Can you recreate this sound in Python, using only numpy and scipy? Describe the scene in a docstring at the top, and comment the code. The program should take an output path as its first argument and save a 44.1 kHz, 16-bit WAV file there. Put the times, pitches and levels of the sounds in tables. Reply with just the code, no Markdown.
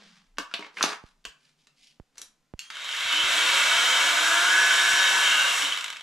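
"""In a small workshop, a battery is slid and latched onto a cordless trim router and the switch is clicked.
The brushless motor ramps up, holds its top speed and is braked: shaped noise gives fan rush and bearing rattle,
sines locked to the shaft give its tones, and cracks with a metal ring give the knocks of the slow rotor.
Plastic clicks are noise cracks with ringing shell modes; filtered, grainy noise gives rustle and a latch's tail.
Low bumps and soft thumps are short sines, over a quiet noise floor; bench and walls answer with decaying noise."""
import sys
import numpy as np
from scipy import signal
from scipy.fft import rfft, irfft, next_fast_len
from scipy.io import wavfile
from scipy.ndimage import map_coordinates

SR = 44100
rng = np.random.default_rng(int(sys.argv[2]) if len(sys.argv) > 2 else 0)


def file_out(sig):
    """Save sig as 16-bit WAV at sys.argv[1]."""
    # one column per channel
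    cols = np.atleast_2d(sig).T
    # limit, then scale
    lim = np.clip(cols, -1, 1)
    pcm = np.round(lim * 32767).astype(np.int16)
    wavfile.write(sys.argv[1], SR, pcm)


N = 265834
TIME = np.arange(N) / SR
TOP_HZ = 14700  # upper band limit of the whole sound


def amp(db):
    """Decibels to gain."""
    return 10 ** (np.asarray(db) / 20)


def unit(x):
    """Scale to rms 1."""
    return x / np.sqrt(np.mean(x ** 2) + 1e-20)


def along(points, hz):
    """Read (f/Hz, value) points on a log frequency axis."""
    f, v = np.transpose(points)
    return np.interp(np.log(hz + 1), np.log(f + 1), v)


def wobble(rate):
    """A smooth random curve with rate knots a second."""
    knots = rng.standard_normal(int(N * rate / SR) + 4)
    return map_coordinates(knots, [TIME * rate])


def filtered(x, response):
    """Filter x by a response given as a function of frequency."""
    m = next_fast_len(N + SR // 2)
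    return irfft(rfft(x, m) * response(np.fft.rfftfreq(m, 1 / SR)), m)[..., :N]


def coloured(x, spectrum):
    """Shape x with a (f/Hz, level/dB) spectrum, at rms 1."""
    return unit(filtered(x, lambda hz: amp(along(spectrum, hz))))


def causal(gain, size=4096):
    """Minimum-phase impulse response of energy 1: a sharp front with the given gain over frequency."""
    cepstrum = irfft(np.log(np.maximum(gain(np.fft.rfftfreq(size, 1 / SR)), 1e-6)))
    cepstrum[1:size // 2] *= 2
    cepstrum[size // 2 + 1:] = 0
    h = irfft(np.exp(rfft(cepstrum)))
    return h / np.linalg.norm(h)


def add(track, s, sound):
    """Mix a sound into the track at time s."""
    part = track[max(round(s * SR), 0):][:len(sound)]
    part += sound[:len(part)]


# speeds in turns per second
START_S, RAMP_HZ_PER_S, TOP_SPEED_HZ = 2.585, 191, 378.4
CREEP_HZ_PER_S, SETTLE_HZ = 4.4, 5  # the governor eases into top speed and creeps up a little
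LAG_HZ, CAUGHT_UP_S, CATCH_S = 7.5, 3.3, .04  # the rotor trails the ramp at first, then catches up
BRAKE_S, BRAKE_HZ_PER_S, BRAKE_FADES_HZ = 5.25, 590, 112  # the brake loses its grip at low speed


def shaft_speed():
    """Turns per second: a straight ramp, a governed top speed, then even braking that eases off near rest."""
    governed = TOP_SPEED_HZ + CREEP_HZ_PER_S * (TIME - BRAKE_S)
    rising = RAMP_HZ_PER_S * (TIME - START_S)
    ramp = -SETTLE_HZ * np.logaddexp(-rising / SETTLE_HZ, -governed / SETTLE_HZ)  # a soft minimum
    lag = LAG_HZ / (1 + np.exp((TIME - CAUGHT_UP_S) / CATCH_S))
    braked = TOP_SPEED_HZ - BRAKE_HZ_PER_S * (TIME - BRAKE_S)
    easing = BRAKE_FADES_HZ * np.exp(np.minimum(braked / BRAKE_FADES_HZ - 1, 0))
    return np.clip(ramp - lag, 0, np.maximum(braked, easing))


# resonances of the motor body: (f/Hz, width/Hz, level/dB before the common ring level)
BODY_RESONANCES = [(306, 48, 4), (534, 76, -4), (690, 33, 0.5), (930, 60, 5), (1492, 100, 0),
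                   (1671, 105, 2), (2047, 90, 2.5), (2240, 160, 6.5), (2680, 145, 0.5), (3130, 180, 1.5),
                   (3633, 39, -12), (3773, 93, -4), (5600, 600, -2), (6880, 380, -3), (7760, 350, -2),
                   (9730, 530, -5.5)]
# broad slope of the motor body, relative: (f/Hz, level/dB per Hz)
BODY_SLOPE = [(100, -53), (150, -35), (200, -34.5), (310, -29.5), (420, -26), (560, -21.5), (700, -16),
              (810, -21), (1000, -10.5), (1400, -5.5), (1900, -9), (2520, -8), (2900, -4.5), (3700, -3),
              (4700, -13.5), (7700, -15.5), (9000, -21), (12300, -26), (15000, -45.5)]


def housing(hz, ring_db=-1, low_cut_hz=138):
    """Gain of the motor body: a broad slope with resonances standing on it, and no bass."""
    peaks = sum(amp(db) / (1 + ((hz - f) / (width / 2)) ** 2) for f, width, db in BODY_RESONANCES)
    bass = 1 / np.sqrt(1 + (low_cut_hz / (hz + 1)) ** 16)
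    return amp(along(BODY_SLOPE, hz)) * (1 + amp(ring_db) * peaks) * bass


def noise_db(law, speed, unload_s=0.43, unsteady_db=.5):
    """Level of one motor noise from the shaft speed; it drops as the brake takes the drive away."""
    knee_db, knee_hz, below_db, above_db, braked_db = law
    octaves = np.log2((speed + 1) / knee_hz)
    above = np.logaddexp(0, 5 * octaves) / 5  # a rounded knee
    braked = np.clip((TIME - BRAKE_S) / unload_s, 0, 1)
    by_speed = knee_db + below_db * (octaves - above) + above_db * above
    return by_speed + braked_db * braked + unsteady_db * wobble(12)


WHIRR_DB, WHIRR_WAVER = -8, .55  # level against the random air; phase waver in radians


def whirr(turns, speed, count=30):
    """The rotor stirs the air alike on every turn: a comb of wavering upper harmonics."""
    comb = np.zeros(N)
    for k in range(5, count):
        comb += np.sin(2 * np.pi * (k * turns + rng.random()) + WHIRR_WAVER * wobble(40))
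    return comb * 2 * np.sqrt(speed / SR)  # as strong per Hz as white noise


def ticking(turns, speed, scatter=.05, spread_db=2.5, second_db=-4, t60=.02, weak_below_hz=90):
    """The bearings tick twice a turn, strong then weak; each tick is a short burst of ball chatter."""
    half_turns = np.arange(1, int(2 * turns[-1]))
    chance = rng.standard_normal((len(half_turns), 2))
    at = np.searchsorted(turns, half_turns / 2 + scatter * chance[:, 0]).clip(0, N - 1)
    strength = unit(amp(spread_db * chance[:, 1] + second_db * (half_turns % 2)))
    energy = strength ** 2 * SR / (2 * speed[at] + weak_below_hz)
    fade = amp(-60 * np.arange(SR // 50) / SR / t60) ** 2
    power = signal.fftconvolve(np.bincount(at, energy, N), fade / fade.sum())[:N]
    return rng.standard_normal(N) * np.sqrt(np.abs(power))


# how fan rush (low band), bearing rattle (middle band) and air hiss (high band) grow with speed, each:
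# (level/dB at the knee, knee/turns per s, slope below/dB per octave, slope above/dB per octave,
# change under braking/dB)
FAN_LAW = (-30, 175, 7.5, -.5, -3.5)
RATTLE_LAW = (-25.5, 126, 7.5, -1.2, -5.5)
HISS_LAW = (-32.5, 159, 9, -0.46, -2.5)
ROTOR_FREE_S = 2.695  # fan and bearings are heard from here on


def motor_noise(turns, speed, grit_db=-7.5, slow_hz=260):
    """Fan air and rotor whirr sound through the body; the bearings tick, most clearly at low speed."""
    fan_db, rattle_db, hiss_db = [noise_db(law, speed) for law in (FAN_LAW, RATTLE_LAW, HISS_LAW)]
    air = rng.standard_normal(N) + amp(WHIRR_DB) * whirr(turns, speed)
    share = amp(grit_db) * 2 / (1 + speed / slow_hz)
    drive = (air + share * ticking(turns, speed)) / np.sqrt(1 + share ** 2)

    def low(hz):
        return 1 / np.sqrt(1 + (hz / 1400) ** 8)

    def high(hz):
        return 1 - 1 / np.sqrt(1 + (hz / 4700) ** 12)

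    def middle(hz):
        return 1 - low(hz) - high(hz)

    def part(band):
        return unit(filtered(drive, lambda hz: housing(hz) * band(hz)))

    sound = amp(fan_db) * part(low) + amp(rattle_db) * part(middle) + amp(hiss_db) * part(high)
    return sound * np.clip((TIME - ROTOR_FREE_S) / 0.04, 0, 1)


# tones of shaft, bearing and fan: (multiple of shaft speed, level/dB before radiation, phase waver/rad,
# fades below/turns per s, change under braking/dB)
SHAFT_ORDERS = [(1, -34.5, .25, 60, -3), (2, -33.5, .3, 80, -10), (2.51, -32, .6, 300, -6),
                (3, -32.5, .27, 92, -10), (4, -28, .2, 290, -8), (4.12, -32, .45, 340, -3),
                (4.52, -27, .24, 330, -3), (5, -29.5, .28, 225, -6), (6, -31, .35, 190, -6),
                (7, -32, .3, 185, -6), (7.9, -34, .5, 230, -6), (15, -25.5, .08, 330, -20)]
# how well the shell and air vents radiate a tone: (f/Hz, level/dB)
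SHELL_RADIATION = [(170, -60), (250, -32), (300, -16), (378, -18), (410, -30), (490, -13), (690, -11),
                   (760, -19), (950, -13), (1180, -16), (1390, -3), (1490, 1), (1560, -1), (1710, .5),
                   (1800, -12), (1890, -9), (2100, -15), (2650, -11), (3100, -16), (5400, -22), (5640, -10)]
# common swell and sag of all the shaft tones: (t/s, level/dB)
TONE_SWELL = [(4.1, -1.5), (4.45, 0), (4.62, 2.5), (4.75, -2), (5.02, 1), (5.25, -2)]


def motor_tones(turns, speed, waver_rate=60, unload_s=.07, flutter_db=.5):
    """Shaft and bearing tones swell as they sweep through the body's resonances."""
    out = np.zeros(N)
    braked = np.clip((TIME - BRAKE_S) / unload_s, 0, 1)
    for multiple, db, waver, fades_hz, braked_db in SHAFT_ORDERS:
        angle = 2 * np.pi * multiple * turns
        tone = np.sqrt(2) * np.sin(angle + waver * wobble(waver_rate))
        radiated_db = along(SHELL_RADIATION, multiple * speed)
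        level_db = db + flutter_db * wobble(24) + radiated_db + braked_db * braked
        out += amp(level_db) * tone / (1 + (fades_hz / (speed + 1)) ** 16)
    return out * amp(np.interp(TIME, *np.transpose(TONE_SWELL)))


# whine of the motor drive at the start: (f/Hz, peak level/dB)
DRIVE_TONES = [(3225, -53.5), (6430, -60), (9650, -65)]


def drive_whine():
    """The electronics whine thinly while they pull the rotor into motion: wavering steady-pitch sines."""
    level = np.interp(TIME, [2.595, 2.61, 2.78, 2.9], [0, 1, 1, 0])
    tones = sum(amp(db) * np.sin(2 * np.pi * hz * TIME + 1.2 * wobble(110)) for hz, db in DRIVE_TONES)
    return level * tones


# the rotor knocks against the body as it is started and braked:
# (t/s, peak level/dB, metal ring against the crack/dB)
ROTOR_KNOCKS = [(2.7545, -28, -10), (2.82, -28, -10), (2.845, -26.5, -8), (2.89, -21, -2),
                (2.927, -17.5, 2), (3.126, -12.5, -8), (3.146, -17, -11), (5.615, -17, 4),
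                (5.622, -12.5, 0), (5.649, -16.5, 4), (5.657, -18, 6), (5.681, -20, 18), (5.698, -25, 14),
                (5.723, -14, 6), (5.732, -19, -14), (5.746, -19, -2), (5.763, -21, -10), (5.774, -16, -1),
                (5.787, -17.5, -14), (5.81, -20, -12), (5.8433, -16, -10), (5.861, -22, -14),
                (5.881, -22.5, -14), (5.902, -21.5, -20), (5.927, -28, -16), (5.932, -28, -20),
                (5.961, -28, -12), (5.969, -25.5, -21), (6.009, -26, -16)]
RING_HZ, RING_T60 = 3060, .012  # metal ring: pitch, decay in seconds


def knocks(t60=0.017, bright_db=0.5):
    """Each knock of the slow rotor is a short crack in the motor body and a metal ring."""
    out, t = np.zeros(N), np.arange(SR // 20) / SR
    body = causal(lambda hz: housing(hz) * amp(bright_db * (hz > 4500)))
    for s, db, ring_db in ROTOR_KNOCKS:
        burst = rng.standard_normal(len(t)) * amp(-60 * t / t60)
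        crack = signal.fftconvolve(burst, body)[:len(t)]
        ring = np.sin(2 * np.pi * RING_HZ * t) * amp(-60 * t / RING_T60) * (1 - np.exp(-t * RING_HZ / 2))
        hit = unit(crack) + amp(ring_db) * unit(ring)
        add(out, s, amp(db) * hit / np.abs(hit).max())
    return out


# single body resonances that flare at passing speeds and as the brake bites:
# (middle t/s, time to fall to 1/e either side/s, f/Hz, width/Hz, level/dB)
BODY_FLARES = [(3.183, 0.084, 3050, 260, -28.5), (3.34, 0.057, 665, 180, -40),
               (3.876, 0.18, 3083, 220, -28), (4.55, 0.42, 1540, 220, -28.5),
               (5.283, 0.071, 3130, 260, -27.5), (5.348, 0.19, 2780, 320, -29),
               (5.382, 0.077, 1510, 110, -26), (5.34, 0.055, 1680, 70, -30), (5.49, 0.066, 690, 60, -45),
               (5.652, 0.027, 292, 35, -48)]


def flares():
    """A body resonance rings up roughly and dies away again: narrow noise under a smooth swell."""
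    out = np.zeros(N)
    for s, length, hz, width, db in BODY_FLARES:
        ring = filtered(rng.standard_normal(N), lambda f: 1 / (1 + ((f - hz) / (width / 2)) ** 4))
        swell = np.exp(-((TIME - s) / length) ** 2)
        out += amp(db) * unit(swell * ring) * np.sqrt(np.mean(swell ** 2))
    return out


# plastic contacts of battery, latch, switch and rotor: (t/s, level/dB, brightest f/Hz,
# fall below it/dB per octave, fall above it/dB per octave, crack t60/s)
CONTACT_CLICKS = [(0.371, -53.5, 1800, 9, 11, 0.012), (0.384, -25.5, 1520, 3.5, 5.9, 0.0096),
                  (0.513, -44, 1490, 12, 14, 0.018), (0.539, -26.5, 2935, 4, 12, 0.012),
                  (0.5434, -31.5, 3234, 4.8, 14, .008), (0.593, -38.5, 450, 5, 6, .018),
                  (0.608, -43.5, 807, 7.4, 5.8, .014), (0.625, -39.5, 2100, 12, 22, .014),
                  (0.646, -44.5, 1606, 14, 13, .014), (0.665, -46.5, 896, 6.1, 6.3, 0.012),
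                  (0.77, -34, 2200, 15.4, 21, .03), (0.785, -36, 1950, 15, 14, 0.018),
                  (0.8092, -23.5, 1350, 8.5, 13, .018), (0.827, -19.5, 3900, 9, 8, 0.0085),
                  (0.829, -25, 4300, 5.2, 6.2, 0.0082), (0.839, -20.5, 1500, 2.6, 7, .011),
                  (1.242, -59, 3500, 8, 8, .012), (1.2518, -34, 2690, 3.5, 4.1, 0.015),
                  (1.67, -56, 3210, 3.5, 3.5, 0.018), (2.156, -64, 4500, 1, 1, .014),
                  (2.173, -56, 5000, 2.7, 3, 0.015), (2.181, -40.5, 7000, 6.2, 2, 0.015),
                  (2.2162, -38, 7430, 5.8, 2, .008), (2.592, -33.5, 2830, 17, 2.4, 0.0086),
                  (2.702, -35, 1770, 10.2, 5.4, 0.04)]
# modes of the plastic shell, before random shifts: (f/Hz, level/dB, t60/s)
SHELL_MODES = [(302, -3.5, 0.16), (679, -1.5, 0.057), (973, -3.5, .09), (1150, 1, 0.04), (1380, -2, 0.025),
               (1530, 2, 0.025), (2160, 0, 0.045), (2715, 2.5, 0.045), (2990, -2.5, 0.032),
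               (3430, 1.5, 0.024), (4600, -2.5, 0.017), (5680, 1, 0.022)]
# shell colour shared by all contacts, relative: (f/Hz, level/dB)
SHELL_COLOUR = [(100, -47), (155, -6), (190, 4), (290, -1.5), (420, 9.5), (750, 1.5), (1350, 7), (2200, 4),
                (3200, 5.5), (6000, 5.5), (9000, -3.5), (12500, -12.5), (15000, -30.5)]
CRACK_LOW_HZ, CRACK_HIGH_HZ = 500, 7520  # the range in which contacts differ in colour
SHELL_RING_DB = -11.5  # the ring of the shell against the crack


def clicks(rise=0.00036, detune=0.012, wet_db=-2.5, early_db=-14):
    """Each contact is a coloured crack, a short ring of the plastic shell and its own echo; mid and side."""
    mid, side, t = np.zeros(N), np.zeros(N), np.arange(SR // 8) / SR
    for s, db, bright_hz, below_db, above_db, crack_t60 in CONTACT_CLICKS:
        crack = rng.standard_normal(len(t)) * amp(-60 * t / crack_t60) * (1 - np.exp(-t / rise))
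        grip = 1 + detune * rng.standard_normal()  # the changing grip shifts the modes
        ring = np.zeros(len(t))
        for hz, level, t60 in SHELL_MODES:
            ring += amp(level + rng.normal(0, 1.3) - 60 * t / t60) * np.sin(2 * np.pi * grip * hz * t)

        def colour_gain(hz):
            octaves = np.log2(np.clip(hz, CRACK_LOW_HZ, CRACK_HIGH_HZ) / bright_hz)
            fall_db = np.maximum(-below_db * octaves, above_db * octaves)
            return amp(along(SHELL_COLOUR, hz) - fall_db)

        hit = signal.fftconvolve(unit(crack) + amp(SHELL_RING_DB) * unit(ring), causal(colour_gain))
        # the level is the rms if all the energy fell within a hundredth of a second
        hit = amp(db) * np.sqrt(SR // 100) * hit / np.linalg.norm(hit)
        echo = signal.fftconvolve(hit[None], tails(early_db, early_t60=.04), axes=1)
        direct = np.pad(hit, (0, echo.shape[1] - len(hit)))
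        add(mid, s, (direct + amp(wet_db) * echo[0]) / np.sqrt(1 + amp(wet_db) ** 2))
        add(side, s, echo[1])
    return mid[:N], side[:N]


# strokes of hands and sleeves, of the battery on its rails, and the latch's ringing tail near 1 kHz:
# (middle t/s, length/s, level at the middle/dB, lowest f/Hz, highest f/Hz)
NOISE_STROKES = [(-0.006, 0.16, -55.5, 150, 5000), (0.125, 0.23, -59.5, 800, 7200),
                 (0.525, 0.071, -58, 800, 6000), (0.642, 0.097, -52, 297, 5000),
                 (0.864, 0.14, -35, 149.7, 10880), (0.94, 0.09, -43.5, 735, 1300),
                 (1.073, 0.1, -64, 900, 12000), (1.456, 0.13, -64, 1388, 11060),
                 (1.622, 0.1, -70.5, 2200, 11000), (1.859, 0.15, -59, 2210, 11030),
                 (2.209, 0.095, -58.5, 300, 12100), (2.644, 0.087, -53.5, 1100, 9000)]
# colour of the rustle, relative: (f/Hz, level/dB per Hz)
CLOTH_COLOUR = [(71, -45), (120, -23.5), (190, -10.5), (241, -17.5), (396, -8), (627, -11.5), (1480, -11.5),
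                (4780, -12.5), (11500, -27), (14000, -51)]


def rubbing(grain_db=3, catch_db=0.7, edge_db=9):
    """Sleeves, sliding plastic and the latch's tail: bands of grainy noise, each swelling and fading."""
    grains = amp(grain_db * wobble(320) + catch_db * wobble(84))  # the rubbing catches and lets go
    rustle = coloured(rng.standard_normal(N) * grains, CLOTH_COLOUR)
    out = np.zeros(N)
    for s, length, db, low_hz, high_hz in NOISE_STROKES:
        low_cut = signal.butter(5, low_hz, "highpass", fs=SR, output="sos")
        high_cut = signal.butter(2, min(high_hz, TOP_HZ), fs=SR, output="sos")
        stroke = signal.sosfilt([*low_cut, *high_cut], rustle)
        out += amp(db - edge_db * (2 * (TIME - s) / length) ** 2) * unit(stroke)
    return out


# low bumps from handling, and the low thud of the first plastic click:
# (middle t/s, time to fall 5.8 dB either side/s, f/Hz, peak level/dB)
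LOW_BUMPS = [(0.022, 0.12, 210, -60), (0.14, 0.075, 182.6, -62.5), (0.363, 0.057, 28.2, -56),
             (0.404, 0.016, 288, -42.5), (1.173, .06, 27.4, -65.5), (1.282, 0.015, 39.7, -54.5)]


def bumps():
    """Short low swells of handling and of a click's thud: sines of wavering phase."""
    out = np.zeros(N)
    for s, length, hz, db in LOW_BUMPS:
        swell = amp(db - 5.8 * ((TIME - s) / length) ** 2)
        out += swell * np.sin(2 * np.pi * hz * TIME + wobble(hz / 4))
    return out


# soft thumps at the microphone: (t/s, starting level of the fade/dB before the left and right gains)
MIC_THUMPS = [(1.039, -39), (1.999, -36), (2.538, -30.5), (3.053, -46.5), (3.238, -40), (4.936, -40)]


def thumps(fall=0.403, front=0.00028, t60=0.064):
    """Soft thumps at the microphone, each a swing whose pitch drops quickly."""
    out, t = np.zeros(N), np.arange(SR // 8) / SR
    for s, db in MIC_THUMPS:
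        swing = np.sin(2 * np.pi * fall * np.log1p(t / front))
        add(out, s, -amp(db - 60 * t / t60) * swing)
    return out


# colour of the quiet floor, relative: (f/Hz, level/dB per Hz)
FLOOR_COLOUR = [(25, -1), (45, -14), (70, -18), (114, -30), (139, -3.5), (265, -8), (361, -21.5),
                (395, -12.5), (431, -15), (7000, -24), (14000, -37.5)]


def quiet_floor():
    """A faint steady noise under everything, shaped by its spectrum."""
    return amp(-73.5) * coloured(rng.standard_normal(N), FLOOR_COLOUR)


# decay of the workshop's tail: (f/Hz, t60/s)
ROOM_DECAY = [(150, 0.12), (600, 0.27), (1000, 0.36), (2000, .29), (4000, 0.25), (12000, 0.21)]


def tails(early_db, early_t60):
    """A fresh mid and side answer of the room: early bounces off the bench and a short tail."""
    hz, t, z = signal.stft(rng.standard_normal((2, SR // 2)), SR, nperseg=256)
    decay = amp(-60 * t / along(ROOM_DECAY, hz)[:, None]) + amp(early_db - 60 * t / early_t60)
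    tail = signal.istft(z * decay, SR, nperseg=256)[1]
    return np.pad(tail / np.linalg.norm(tail[0]), ((0, 0), (SR // 400, 0)))  # starts 2.5 ms late


def workshop(x, wet_db, early_db=-4, early_t60=0.049, drift=2.402):
    """Bench and walls answer a lasting sound; drift in radians per second turns the echo pattern."""
    here, there = [signal.fftconvolve(x[None], tails(early_db, early_t60), axes=1)[:, :N] for _ in range(2)]
    # the tool moves in the hands, so the echo pattern slowly changes
    mid, side = here * np.cos(drift * TIME) + there * np.sin(drift * TIME)
    return ports((x + amp(wet_db) * mid) / np.sqrt(1 + amp(wet_db) ** 2), side)


# stereo width: (f/Hz, side level/dB)
SIDE_WIDTH = [(100, -10.5), (500, -13), (1500, -12.5), (3000, -9), (8000, -16), (13000, -9.5)]


def ports(mid, side, left_lag=.000012):
    """Left and right at the microphone: side level varies with frequency, and left lags by microseconds."""
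    side = filtered(side, lambda f: amp(along(SIDE_WIDTH, f)))
    left = filtered(mid + side, lambda f: np.exp(-2j * np.pi * f * left_lag))
    return np.array([left, mid - side])


def scene():
    """The router and its handling in the room, over a quiet floor."""
    speed = shaft_speed()
    turns = np.cumsum(speed) / SR
    motor = workshop(motor_noise(turns, speed) + knocks() + flares(), wet_db=-7.0)
    tones = workshop(motor_tones(turns, speed) + drive_whine(), wet_db=-14)
    handling = ports(*clicks()) + workshop(rubbing(), wet_db=-8)
    floor = workshop(quiet_floor(), wet_db=-8.0)
    # bumps sit in the centre, thumps lean to the right
    return motor + tones + handling + floor + bumps() + thumps() * amp([[-4], [3]])


def record(dry):
    """The microphone keeps nothing above its band limit."""
    return filtered(dry, lambda hz: hz < TOP_HZ)


dry = scene()
out = record(dry)
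file_out(out)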